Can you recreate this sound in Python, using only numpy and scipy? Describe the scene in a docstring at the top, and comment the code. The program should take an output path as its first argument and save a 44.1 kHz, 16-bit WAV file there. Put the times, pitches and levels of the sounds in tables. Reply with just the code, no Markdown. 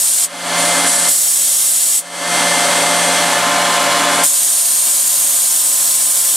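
"""Machine shop, close up: a belt-driven spindle runs a two-flute end mill along a metal block.
Spindle and motor whine as stacks of harmonics; the cut grinds as noise pulsed by each flute entering.
Blasts from an air nozzle clear the chips: broadband hiss coloured by the surface it strikes.
The recorder's gain control ducks everything under each blast and lets it swell back afterwards."""
import sys
import numpy as np
from scipy import signal
from scipy.fft import rfft, irfft, next_fast_len
from scipy.io import wavfile

SR = 44100
rng = np.random.default_rng(int(sys.argv[2]) if len(sys.argv) > 2 else 0)


def to_wav(s):
    """Save 16-bit WAV."""
    ch = np.atleast_2d(s).T  # columns
    pcm = np.round(np.clip(ch, -1, 1) * 32767)  # PCM
    wavfile.write(sys.argv[1], SR, pcm.astype(np.int16))


N = 280476
TIME = np.arange(N) / SR   # s
SIZE = next_fast_len(N)
FREQS = np.maximum(np.arange(SIZE // 2 + 1) * SR / SIZE, 1)   # Hz

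# drive motor and bearing tones [multiple of the motor's rotation rate, relative level/dB]
MOTOR_TONES = [(1, -51), (4, -43), (5, -31), (6, -26), (7, -41), (9.5, -40), (18.3, -37)]
# air jet spectrum [f/Hz, relative level per Hz/dB]
JET_SPECTRUM = [(30, -46), (500, -31.5), (2000, -22.5), (2550, -20), (3300, -13), (4400, -11.5),
                (6100, -12), (7200, -4.5), (8800, -0.5), (10500, -5), (12200, -11), (13700, -12),
                (14500, -19.5), (15800, -30)]
# resonances and gaps of the jet striking tool and work
# [f/Hz, width/Hz, lift aimed at the tool/dB, lift aimed at the block/dB]
JET_RESONANCES = [(3880, 1000, -0.5, -2), (5560, 270, 7.5, -0.5), (6170, 250, -1, 2), (6700, 200, 4.5, 6.5),
                  (7640, 170, -5.5, -4.5), (7930, 280, 5.5, -1), (8500, 140, -3.5, -2),
                  (8840, 330, -0.5, 4.5), (9300, 180, 4.5, 1.5), (10600, 180, -2, -8.5),
                  (12540, 300, -9, -9), (12960, 270, 4, 9.5)]
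# stereo width of the jet [f/Hz, side minus mid level/dB]
JET_STEREO = [(100, -9), (500, 2), (1500, -3.5), (3000, -47), (4800, -45), (6000, -6.5), (9000, -10),
              (10300, -4.5), (12000, -3.5), (14500, -18)]
# where the jet strikes [t/s, aim from 0 tool to 1 block]
JET_AIM = [(0, .6), (1.1, 0), (2, 0), (4.25, 0.54), (5.2, 0.86), (5.8, 0), (6.36, 0.17)]
# blasts of the air nozzle, the weak ones with the valve barely open
# [opens t/s, closes t/s, level/dB, level trend/dB per s, top-octave sizzle/dB, sizzle trend/dB per s]
AIR_BLASTS = [(-.05, 0.247, 5.5, -5, 2.5, -12), (0.551, 0.844, -19.5, -2, -8, 5),
              (0.845, 1.09, -9.5, -3, -7, 3), (1.077, 1.991, 4, 3, 4, -3.5), (4.095, 4.23, -23, 3, -7, -3),
              (4.232, 6.4, 6, -1.6, 0.5, 1.5)]
# spindle harmonics [multiple of the rotation rate, level with flutes biting/dB, level with flutes rubbing/dB]
SPINDLE_HARMONICS = [(1, -33, -35), (3, -37, -48), (4, -39, -33), (5, -36, -35), (6, -48, -25),
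                     (7, -45, -32), (8, -40, -32), (9, -40, -33), (10, -34, -34), (12, -26, -32),
                     (13, -42, -32), (14, -50, -42), (17, -45, -33), (18, -32, -39), (19, -35, -37),
                     (20, -37, -37), (24, -37, -35), (26, -31, -40), (28, -38, -40), (32, -37, -41),
                     (34, -33, -45), (36, -39, -51), (37, -42, -53), (38, -42, -53), (44, -38, -48),
                     (45, -36, -44), (46, -36, -48), (47, -32, -45), (48, -32, -51), (50, -28, -44),
                     (51, -40, -43), (52, -37, -45), (54, -38, -51), (56, -38, -46), (58, -36, -45),
                     (60, -41, -54), (62, -37, -48), (64, -42, -56), (66, -47, -61), (70, -50, -65),
                     (79, -50, -59)]
# grinding noise spectrum [f/Hz, relative level per Hz/dB]
GRIND_SPECTRUM = [(30, -29), (90, -27), (150, -25.5), (235, -6), (420, -7.5), (900, 1.5), (1400, -1),
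                  (2350, -6), (3400, -5.5), (5200, -9.5), (8500, -6.5), (11000, -14.5), (12200, -18),
                  (14500, -33.5)]
# resonances of head, vice and table [f/Hz, width/Hz, lift/dB]
FRAME_RESONANCES = [(138, 22, 13), (278, 39, 10.5), (515, 9.9, 6.5), (569, 34, 13.5), (1580, 13, 7.5),
                    (1756, 62, 7), (3340, 40, 7), (4200, 160, 1.5), (10960, 410, 5.5)]
# stereo width of whine and grinding [f/Hz, side minus mid level/dB]
CUT_STEREO = [(60, -22), (170, -40), (700, -22.5), (2600, -34.5), (5000, -14.5), (7500, -8), (9500, -8),
              (12000, -11), (14000, -59)]
# two microphone ports resonating at different pitches [f/Hz, left minus right level/dB, left's lead/rad]
MIC_PORTS = [(5000, 0, 0), (6500, 0.5, 0), (7900, 2, -0.35), (8600, 1.8, -0.85), (9800, -3.6, -1.07),
             (10700, -1.5, -.3), (11700, -3.5, -.3), (14500, 0.5, 0.17)]

SPINDLE_HZ, MOTOR_HZ = 173.8, 117.35   # rotation rates
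WHINE_WAVER_DB = 1.1   # rms waver of each spindle harmonic
VALVE_OPEN_S, VALVE_SHUT_DB_PER_S = 0.042, 846
# the cutting force builds up to its heaviest moment, then eases
HEAVIEST_S, LOAD_RISE_DB_PER_S, LOAD_EASE_DB_PER_S = 4.05, 0.58, 1.55
GRIND_DB, MOTOR_DB = -14.5, 2.1   # gains at the heaviest moment
MOTOR_FOLLOWS = 1.8   # motor dB per dB of force
# bite from 0 rubbing to 1 biting; from RUN_OUT_S the flutes run out of fresh metal
FIRST_BITE, BITE_PER_S, RUN_OUT_S, RUN_OUT_LENGTH_S = 0.34, 0.51, 3.15, 0.31
# gain control and top cut
LIMIT_DB, RELEASE_DB_PER_S, DETECTOR_S, ATTACK_S = -12.5, 61, 0.0056, 0.00045
CUTOFF_HZ = 15750


def from_db(db):
    """Decibels to gain."""
    return 10 ** (np.asarray(db) / 20)


def rms_one(x):
    """Scale to unit rms."""
    return x / np.sqrt(np.mean(x ** 2) + 1e-20)


def colour(points, peaks=()):
    """Gain per frequency: a slope drawn over log frequency, with resonances lifting or dipping it."""
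    hz, db = np.transpose(points)
    gain_db = np.interp(np.log(FREQS), np.log(hz), db)
    for centre, width, lift in peaks:
        gain_db = gain_db + lift / (1 + (2 * (FREQS - centre) / width) ** 2)
    return from_db(gain_db)


def smooth(x, seconds):
    """One-pole lag, settled at the start."""
    r = np.exp(-1 / (seconds * SR))
    settled = r * np.mean(x[:SR // 200])
    return signal.lfilter([1 - r], [1, -r], x, zi=[settled])[0]


def drift(rate_hz):
    """Slow random wander of unit rms: noise through a two-pole low-pass."""
    step = 40   # samples between points of the wander
    r = np.exp(-2 * np.pi * rate_hz * step / SR)
    noise = rng.standard_normal(N // step + 2002)
    slow = signal.lfilter([1], [1, -2 * r, r * r], noise)[2000:]   # skip the filter's run-in
    return np.interp(np.arange(N) / step, np.arange(len(slow)), rms_one(slow))


def shaped(x, gain):
    """Filter by a gain per frequency."""
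    return irfft(rfft(x, SIZE) * gain, SIZE)[..., :N]


def spread(mid, side, width):
    """Left and right from a common part and a differing one."""
    return mid + shaped(side, colour(width)) * [[1], [-1]]


def rotation(hz, wobble):
    """Shaft angle in radians, with a slight unsteadiness of speed."""
    return 2 * np.pi * np.cumsum(hz * (1 + wobble * drift(5.4))) / SR


def motor(waver_db):
    """Motor and bearing tones locked to one shaft, each wavering in level on its own."""
    angle = rotation(MOTOR_HZ, wobble=0.00155)
    tones = np.zeros(N)
    for order, db in MOTOR_TONES:
        tones += from_db(db + waver_db * drift(9.1)) * np.sin(order * angle)
    return np.sqrt(2) * tones


def nozzle():
    """Air gain and sizzle in dB: the valve opens quickly, the flow drifts while held and dies as it shuts."""
    power, weighted_sizzle = 1e-12, 0
    for opens, closes, level_db, trend_db, sizzle_db, sizzle_trend_db in AIR_BLASTS:
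        held = np.clip(TIME, opens, closes) - opens
        opening = np.minimum(held / VALVE_OPEN_S, 1)
        shutting = from_db(-VALVE_SHUT_DB_PER_S * np.maximum(TIME - closes, 0))
        blast_power = (opening * shutting * from_db(level_db + trend_db * held)) ** 2
        power = power + blast_power
        weighted_sizzle = weighted_sizzle + blast_power * (sizzle_db + sizzle_trend_db * held)
    return np.sqrt(power), weighted_sizzle / power


def jet_hiss(aim):
    """Turbulence noise; its resonances crossfade with the surface that the jet strikes."""
    turbulence, peaks = rng.standard_normal((2, N)), np.array(JET_RESONANCES)
    on_tool = shaped(turbulence, colour(JET_SPECTRUM, peaks[:, [0, 1, 2]]))
    on_block = shaped(turbulence, colour(JET_SPECTRUM, peaks[:, [0, 1, 3]]))
    mid, side = rms_one((1 - aim) * on_tool + aim * on_block)
    return spread(mid, side, JET_STEREO)


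def air_jet(aim, sizzle_db, sizzle_hz, body_hz, thinning, patchy_db, flutter_db, count=14):
    """The hiss shifts colour as the jet is deflected: more sizzle on top, less body below."""
    hiss = rfft(jet_hiss(aim), SIZE)
    out = np.zeros((2, N))
    centres = np.linspace(2500, 14500, count)   # Hz
    for hz, share in zip(centres, np.eye(count)):
        # overlapping triangular bands that add up to the whole hiss
        band = irfft(hiss * np.interp(FREQS, centres, share), SIZE)[:, :N]
        top = 1 / (1 + (sizzle_hz / hz) ** 24)
        body = 1 / (1 + (hz / body_hz) ** 8)
        tilt = top - thinning * body
        out += band * from_db(tilt * sizzle_db + patchy_db * drift(2.0))
    return out * from_db(flutter_db * drift(26))


def enclosure(x, t60, echo_db):
    """Dense echoes off the nearby metal comb the hiss with a fine, steady ripple."""
    age = TIME[:SR // 10]
    decay = from_db(-60 * age / t60) * (age > .002)   # first echo after 2 ms
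    echoes = rng.standard_normal(len(age)) * decay
    echoes *= from_db(echo_db) / np.linalg.norm(echoes)
    return shaped(x, 1 + rfft(echoes, SIZE))


def cutting_force():
    """Force on the tool in dB relative to its heaviest moment."""
    before = np.maximum(HEAVIEST_S - TIME, 0)
    after = np.maximum(TIME - HEAVIEST_S, 0)
    return -LOAD_RISE_DB_PER_S * before - LOAD_EASE_DB_PER_S * after


def engagement():
    """How far the flutes bite: deeper up to full bite, until they run out of metal and only rub."""
    deepening = np.clip(FIRST_BITE + BITE_PER_S * TIME, 0, 1)
    metal_left = np.clip(1 - (TIME - RUN_OUT_S) / RUN_OUT_LENGTH_S, 0, 1)
    return deepening * metal_left


def whine(angle, bite):
    """Harmonics of the spindle; their balance shifts as the flutes go from biting to rubbing."""
    mid, side = np.zeros((2, N))
    for order, biting_db, rubbing_db in SPINDLE_HARMONICS:
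        balance_db = bite * biting_db + (1 - bite) * rubbing_db
        gain = from_db(balance_db + WHINE_WAVER_DB * drift(6))
        mid += gain * np.cos(order * angle + 2 * np.pi * rng.random())
        side += gain * np.cos(order * angle + 2 * np.pi * rng.random())
    return np.sqrt(2) * spread(mid, side, CUT_STEREO)


def grinding(angle, bite, pulsing, scrape_hz, flutter_db):
    """Chips tear off and shake the frame; the bright scrape comes in a burst as each flute enters."""
    entry = np.exp(-4 * (angle / np.pi % 1))   # two flutes per turn
    flute = entry * (1 + 0.33 * np.cos(angle))   # runout makes one flute cut deeper
    bursts = rms_one(1 + pulsing * bite * rms_one(flute))
    friction = rng.standard_normal((2, N))
    bright = 1 / (1 + (scrape_hz / FREQS) ** 4)
    force = shaped(friction, 1 - bright) + shaped(friction * bursts, bright)
    mid, side = rms_one(shaped(force, colour(GRIND_SPECTRUM, FRAME_RESONANCES)))
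    return spread(mid, side, CUT_STEREO) * from_db(flutter_db * drift(16))


def ports(x):
    """Each microphone port favours its own part of the treble and shifts its phase."""
    hz, level_db, lead_rad = np.transpose(MIC_PORTS)
    balance_db, lead = np.interp(FREQS, hz, level_db), np.interp(FREQS, hz, lead_rad)
    half = np.array([[.5], [-.5]])   # left gets half the difference, right the opposite half
    return shaped(x, from_db(half * balance_db) * np.exp(1j * half * lead))


def scene():
    """Motor, air jet, spindle and cut, all close in front of the microphone."""
    bite, force_db = engagement(), cutting_force()
    drive = from_db(MOTOR_DB + MOTOR_FOLLOWS * force_db) * motor(waver_db=1.5)
    blast, sizzle_db = nozzle()
    aim = np.interp(TIME, *np.transpose(JET_AIM))
    air = blast * air_jet(aim, sizzle_db, sizzle_hz=11900, body_hz=6340, thinning=0.13,
                          patchy_db=.5, flutter_db=0.51)
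    angle = rotation(SPINDLE_HZ, wobble=.0003)
    spindle = whine(angle, bite)
    cut = from_db(GRIND_DB + force_db) * grinding(angle, bite, pulsing=0.16, scrape_hz=3520, flutter_db=0.45)
    return ports(drive + enclosure(air, t60=0.069, echo_db=-9.0) + spindle + cut)


def record(dry):
    """Gain control: drops almost at once on loud sound, climbs back at a steady rate; the top is cut."""
    power = smooth(np.mean(dry ** 2, axis=0), DETECTOR_S)
    level_db = 10 * np.log10(power + 1e-12)
    excess_db = np.maximum(level_db - LIMIT_DB, 0)
    climb_db = RELEASE_DB_PER_S * TIME
    # hold each peak of the excess, let down along the climb
    held_db = np.maximum.accumulate(excess_db + climb_db) - climb_db
    duck_db = smooth(held_db, ATTACK_S)
    top_cut = signal.ellip(12, .1, 90, CUTOFF_HZ, fs=SR, output="sos")
    return signal.sosfilt(top_cut, dry * from_db(-duck_db))


dry = scene()
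out = record(dry)
to_wav(out)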